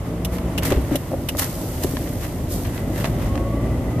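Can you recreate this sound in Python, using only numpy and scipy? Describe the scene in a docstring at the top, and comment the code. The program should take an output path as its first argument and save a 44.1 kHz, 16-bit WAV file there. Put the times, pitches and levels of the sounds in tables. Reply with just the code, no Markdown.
"""A car's low engine and road rumble, heard from the driver's footwell.
The engine hums at its firing rate, drops for a gear change, then pulls with a whirr and a thin whine.
The road shakes the floor, makes the panels drone and hisses under the tyres. The pedal linkage clacks,
trouser cloth rustles close by, soles scrape, grit ticks, and boots knock on the pedals and floor."""
import sys
import numpy as np
from scipy import signal
from scipy.fft import rfft, irfft
from scipy.io import wavfile

SR = 44100
rng = np.random.default_rng(int(sys.argv[2]) if len(sys.argv) > 2 else 0)


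def to_wav(sig):
    """Store sig (one row per channel, or 1-D mono) as 16-bit WAV at the path in sys.argv[1].

    Samples outside -1..1 are clipped; the rate is SR.
    """
    pcm = np.clip(np.atleast_2d(sig), -1, 1) * 32767
    pcm = np.round(pcm).astype(np.int16)
    wavfile.write(sys.argv[1], SR, pcm.T)  # frames by channels


N = 176400

# how fast and how loudly the engine fires: time_s, firing_hz, level_db
ENGINE_RUN = [(0, 52.3, -33), (.22, 58.03, -27), (.33, 60.06, -26), (.54, 58.73, -29), (.72, 59.5, -36.5),
              (1.25, 42, -37.5), (2.3, 41.8, -35.5), (2.8, 49.02, -31.5), (3.15, 52.5, -33.5),
              (3.33, 54.78, -28.5), (3.47, 55.3, -27), (3.62, 57.84, -23), (3.8, 58.6, -28),
              (4, 63.13, -26)]
# tones in the hum, before and after the gear change: firing_multiple, before_db, after_db
ENGINE_TONES = [(1, -3.5, -2.5), (2, -13, -1.5), (3, -4, -12.5), (4, -14.5, -8.5), (5, -19.5, -11),
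                (6, -19.5, -18.5), (8, -13.5, -38), (11, -16.5, -24)]
GEAR_CHANGE_S = 1.63

# loudness of the road: time_s, rumble_db, drone_db, tyre_db
ROAD_LEVELS = [(0, -30.5, -32.5, -41), (.55, -28, -29, -38), (.72, -23.5, -25.5, -39.5),
               (1.0, -29.5, -32, -43), (1.6, -27.5, -30.5, -41), (2.0, -28, -30, -45.5),
               (2.4, -27.5, -30.5, -42), (2.95, -28, -27.5, -42.5), (3.2, -21.5, -26.5, -38.5),
               (3.45, -25.5, -27, -39.5), (4, -24.5, -27, -39.5)]
# each COLOUR table says how strong a noise is from low to high: frequency_hz, gain_db
RUMBLE_COLOUR = [(15, -21), (30, -15), (45, -4), (70, -1), (100, 1.5), (130, -2), (180, -8), (260, -19),
                 (500, -72)]
DRONE_COLOUR = [(90, -25), (170, 0), (205, -7.5), (250, 2), (330, -1), (440, -9), (580, -6), (760, -14),
                (1000, -31), (2000, -68.5)]
TYRE_COLOUR = [(400, -20), (800, 5.5), (1150, 3.5), (1700, -5.5), (2000, -2), (2350, -7), (3000, -8),
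               (4200, -14), (14000, -13.5)]

# clacks of the pedal linkage: start_s, rasp_db, length_s, ring_db
LINKAGE_CLACKS = [(0.247, -21.5, 0.0047, -32), (0.5768, -23.5, 0.01, -23.5), (0.955, -18, 0.0035, -28),
                  (1.286, -19.5, 0.0058, -23)]
# the linkage's rasp and its rod's ring: frequency_hz, gain_db
RASP_COLOUR = [(800, -15), (3000, 1.5), (3750, 3.5), (4400, -5.5), (5600, 0), (7500, -6), (11000, 2.5)]
ROD_COLOUR = [(2350, -17.5), (2880, -1), (3250, -17), (4300, -25.5)]

# rubs of trousers and boots: peak_s, rise_s, fall_s, cloth_db, sole_db
LEG_RUBS = [(.347, 0.019, 0.029, -36.5, -38.5), (.632, 0.0077, 0.03, -41, -31.5),
            (.667, 0.016, 0.029, -25, -31.5), (0.717, 0.0092, 0.042, -40, -29), (.9, 0.11, 1, -42, -47.5),
            (0.949, 0.026, .015, -44, -36.5), (1.396, 0.0087, 0.011, -18.5, -30),
            (1.43, 0.013, 0.027, -26, -29), (1.6, 0.15, 0.33, -38, -67),
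            (1.842, 0.0091, 0.0049, -29.5, -35), (1.9, 0.14, 0.63, -39.5, -45),
            (2.248, 0.023, 0.013, -38.5, -38), (2.526, 0.018, 0.092, -31, -56),
            (2.655, 0.005, 0.021, -55, -33.5), (2.76, 0.024, 0.056, -45, -41.5),
            (3.015, 0.058, 0.064, -36, -36), (3.053, 0.0041, 0.011, -35, -24.5),
            (3.25, 0.047, 0.053, -46, -40.5)]
# hissing cloth and scraping sole: frequency_hz, gain_db
CLOTH_COLOUR = [(500, -29), (1500, -16), (3000, -2.5), (4500, 0), (7000, 1.5), (11000, 2.5), (12700, 7),
                (14000, 4)]
SOLE_COLOUR = [(200, -27), (600, 1.5), (1100, 1), (1500, -1.5), (1950, 2), (2350, -5), (3000, -5),
               (4200, -11), (8000, -19), (14000, -55)]

# ticks of grit, buckles and pedals: start_s, dull_db, bright_db
SMALL_TICKS = [(.384, -26, -35), (0.633, -27, -18.5), (0.704, -34, -22), (0.722, -18, -31),
               (1.37, -40, -22.5), (1.394, -26, -9.5), (1.9691, -21.5, -31), (2.074, -28.5, -39),
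               (2.778, -27, -46), (3.0434, -17, -31), (3.355, -24, -46), (3.377, -28, -41)]

# boot knocks: start_s, level_db, centre_hz, spread_octaves
BOOT_KNOCKS = [(.708, -11, 150.6, 0.58), (.716, -10, 300, 0.33), (0.7213, -4.5, 655, 1.3),
               (.748, -15.5, 394, 0.41), (0.765, -12, 65.8, 0.37), (.774, -11.5, 351.7, 0.5),
               (0.9123, -10.5, 344, 1.1), (.918, -9, 282, 0.24), (.948, -11, 329.4, 0.76),
               (.955, -13, 570, 0.79), (1.118, -15, 617.6, 1), (1.133, -15, 560, 0.21),
               (1.1406, -11.5, 569, 0.61), (1.349, -19, 996, 0.61), (1.846, -9, 390, 0.44),
               (1.937, -13.5, 240, 0.52)]
# tones of the pedal box and floor, and their time to fade by 60 dB: pitch_hz, level_db, ring_s
BOX_TONES = [(63.7, 10, 0.29), (114, 9, 0.088), (181, -1.5, 0.041), (282, 1.5, 0.075), (371, 3, 0.036),
             (569.5, 4, 0.033), (676, -5, 0.03), (1024, -1, 0.0084), (1890, 2, 0.014)]

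# the narrow band of the whirr: frequency_hz, gain_db
WHIRR_COLOUR = [(1700, -16), (2015, 14), (2250, -22)]
# loudness of the whirr and the whine as the engine pulls: time_s, level_db
WHIRR_SWELL = [(2.65, -64), (2.78, -48), (3.4, -55), (3.6, -47), (3.7, -49.5)]
WHINE_SWELL = [(3.2, -54.5), (3.32, -37.5), (3.48, -36), (3.66, -44), (3.8, -49.5)]

# stereo width, or how much the two sides differ against what they share: frequency_hz, width_db
STEREO_WIDTH = [(60, -24.5), (125, -16.5), (280, -20.5), (600, -14), (1200, -3), (2500, -4), (5000, 1),
                (14000, 1.5)]
# the highest treble leans right: frequency_hz, left_minus_right_db
TREBLE_LEAN = [(10000, 0), (13000, -3.5)]


def undb(db):
    """Turn decibels into a gain to multiply by."""
    return 10 ** (np.asarray(db) / 20)


def clock():
    """The time of every sample, in seconds."""
    return np.arange(N) / SR


def curve(table, column=1):
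    """One column of a table, joined by straight lines in time."""
    rows = np.array(table)
    return np.interp(clock(), rows[:, 0], rows[:, column])


def gains(colour):
    """Turn a table of hertz and decibels into a gain for every frequency."""
    hz, db = np.array(colour).T
    every_hz = np.arange(N // 2 + 1) * SR / N
    return undb(np.interp(np.log(every_hz + 1), np.log(hz), db))


def noise(colour):
    """Stereo noise of strength 1: the sides are alike in the bass and differ in the treble."""
    width = gains(STEREO_WIDTH)
    white = rfft(rng.standard_normal((2, N)))
    mid, side = white * gains(colour) / np.sqrt(1 + width ** 2)
    out = irfft(np.array([mid + width * side, mid - width * side]), N)
    return out / out.std()


def wander(turns_per_s):
    """A smooth random drift with a typical size of 1."""
    steps = rng.standard_normal(N)
    out = np.interp(clock() * turns_per_s, np.arange(N), steps)
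    return out / out.std()


def firing_phase(drift=0.0028):
    """The engine's slightly unsteady firing, as an angle that makes one turn per firing."""
    firing_hz = curve(ENGINE_RUN) * (1 + drift * wander(25.16))
    return 2 * np.pi * np.cumsum(firing_hz) / SR


def engine(phase, throb_db=1.3):
    """Firing makes a stack of throbbing tones; their balance shifts for a second at the gear change."""
    shifted = np.clip(clock() - GEAR_CHANGE_S, 0, 1)
    hum = 0
    for multiple, before_db, after_db in ENGINE_TONES:
        level = undb(before_db + (after_db - before_db) * shifted + throb_db * wander(22))
        hum = hum + level * np.sin(multiple * phase + 2 * np.pi * rng.random())
    return np.sqrt(2) * hum * undb(curve(ENGINE_RUN, column=2))


def road():
    """The road shakes the floor, makes the panels drone and hisses under the tyres."""
    rumble = noise(RUMBLE_COLOUR) * undb(curve(ROAD_LEVELS, column=1))
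    drone = noise(DRONE_COLOUR) * undb(curve(ROAD_LEVELS, column=2) + 1.02 * wander(24.94))
    tyres = noise(TYRE_COLOUR) * undb(curve(ROAD_LEVELS, column=3) + 0.65 * wander(30.16))
    return rumble + drone + tyres


def clacks(rise_s=0.0017, rasp_fall_s=0.0066, ring_fall_s=0.0073):
    """The pedal linkage slips with a short, bright rasp, and its rod rings near 3 kHz."""
    t, rasp, ring = clock(), 0, 0
    for start_s, rasp_db, length_s, ring_db in LINKAGE_CLACKS:
        attack = np.clip((t - start_s) / rise_s, 0, 1)
        since_end = np.maximum(t - start_s - length_s, 0)
        rasp = rasp + undb(rasp_db) * attack * np.exp(-since_end / rasp_fall_s)
        ring = ring + undb(ring_db) * attack * np.exp(-since_end / ring_fall_s)
    return rasp * noise(RASP_COLOUR) * grain(depth_db=0.5) + ring * noise(ROD_COLOUR)


def grain(depth_db, catches_per_s=503.6):
    """A rubbed surface catches quickly and unevenly, so its loudness flickers."""
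    out = undb(depth_db * wander(catches_per_s))
    return out / np.sqrt(np.mean(out ** 2))


def rubs(full_judder_db=-27.5):
    """As a leg moves, cloth hisses and the sole scrapes lower down; hard rubs judder."""
    t, cloth, sole = clock(), 0, 0
    for peak_s, rise_s, fall_s, cloth_db, sole_db in LEG_RUBS:
        before, after = np.minimum(t - peak_s, 0), np.maximum(t - peak_s, 0)
        swell = np.exp(-after / fall_s - (before / rise_s) ** 2 / 2)
        cloth = cloth + undb(cloth_db) * swell
        sole = sole + undb(sole_db) * swell
    grip = np.clip(sole / undb(full_judder_db), 0, 1)
    judder = 1 + grip * (stick_slip() - 1)
    rustle = cloth * noise(CLOTH_COLOUR) * crackle()
    scrape = sole * noise(SOLE_COLOUR) * grain(depth_db=2)
    return judder * (rustle + scrape)


def stick_slip(slips_per_s=77, jitter=.3, typical_flare_db=7, fall_cycles=.48):
    """A rubbed surface sticks and lets go at uneven times; each slip flares up and dies away."""
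    cycles = np.cumsum(slips_per_s * np.exp(jitter * wander(slips_per_s))) / SR
    slip_size = (.5 + rng.random(N))[cycles.astype(int)]
    out = undb(typical_flare_db * slip_size * np.exp(-(cycles % 1) / fall_cycles))
    return out / np.sqrt(np.mean(out ** 2))


def crackle(snaps_per_s=60, fall_s=0.0015):
    """Creases in the cloth snap at random, each a brief jump in its hiss."""
    snaps = (rng.random(N) < snaps_per_s / SR) * (.5 + rng.random(N))
    fade_per_sample = np.exp(-1 / (fall_s * SR))
    return 1 + signal.lfilter([1], [1, -fade_per_sample], snaps)


def ticks(fall_s=.003):
    """Grit, buckles and pedals make tiny sharp contacts that die within milliseconds."""
    t, dull, bright = clock(), 0, 0
    for start_s, dull_db, bright_db in SMALL_TICKS:
        fade = (t >= start_s) * np.exp(-np.abs(t - start_s) / fall_s)
        dull = dull + undb(dull_db) * fade
        bright = bright + undb(bright_db) * fade
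    return dull * noise(SOLE_COLOUR) + bright * noise(CLOTH_COLOUR)


def knocks(rise_s=0.00076, pitch_scatter=.02):
    """A boot rings the pedal box; where and how softly it lands decides which tones stand out."""
    out = np.zeros(N)
    pitch_hz, tone_db, ring_s = np.array(BOX_TONES).T[:, :, None]
    t = np.arange(SR // 3) / SR
    attack = 1 - np.exp(-t / rise_s)
    fade = np.exp(-np.log(1000) * t / ring_s)
    for start_s, level_db, centre_hz, spread_octaves in BOOT_KNOCKS:
        weight = undb(tone_db) / (1 + (np.log2(pitch_hz / centre_hz) / spread_octaves) ** 4)
        detuned_hz = pitch_hz * (1 + pitch_scatter * rng.standard_normal(pitch_hz.shape))
        ring = (weight * np.sin(2 * np.pi * detuned_hz * t) * fade).sum(0) * attack
        first = int(start_s * SR)
        out[first:first + len(t)] += undb(level_db) * ring / np.abs(ring).max()
    return out


def footwell(sound, echo_s=0.083, echo_db=-14.5, lean_left_db=1.5):
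    """Place a sound a little to the left and add the footwell's short, dead echo."""
    t = np.arange(SR // 5) / SR
    tail = rng.standard_normal((2, len(t))) * np.exp(-np.log(1000) * t / echo_s)
    tail /= np.sqrt((tail ** 2).sum(1, keepdims=True))
    echo = signal.fftconvolve(sound[None], tail, axes=1)[:, :N]
    direct = sound * undb([[lean_left_db / 2], [-lean_left_db / 2]])
    return direct + undb(echo_db) * echo


def whirr():
    """A narrow whirr near 2 kHz comes and goes as the engine pulls after the gear change."""
    return noise(WHIRR_COLOUR) * undb(curve(WHIRR_SWELL))


def whine(phase, roughness=.3, octave_db=-4):
    """Working hard, the engine whines at ten and twenty times its firing rate."""
    tones = np.sin(10 * phase) + undb(octave_db) * np.sin(20 * phase)
    flutter = 1 + roughness * wander(45)
    return np.sqrt(2) * flutter * tones * undb(curve(WHINE_SWELL))


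def scene():
    """Car and feet, heard from beside the driver's knees."""
    phase = firing_phase()
    car = engine(phase) + whine(phase) + whirr() + road()
    return car + footwell(knocks()) + clacks() + rubs() + ticks()


def record(dry, top_hz=14200):
    """The two microphones differ in the highest treble, and everything above it is cut steeply."""
    lean = np.sqrt(gains(TREBLE_LEAN))
    heard = irfft(rfft(dry) * np.array([lean, 1 / lean]), N)
    top_cut = signal.ellip(12, .2, 80, top_hz, fs=SR, output="sos")
    return signal.sosfilt(top_cut, heard)


dry = scene()
out = record(dry)
to_wav(out)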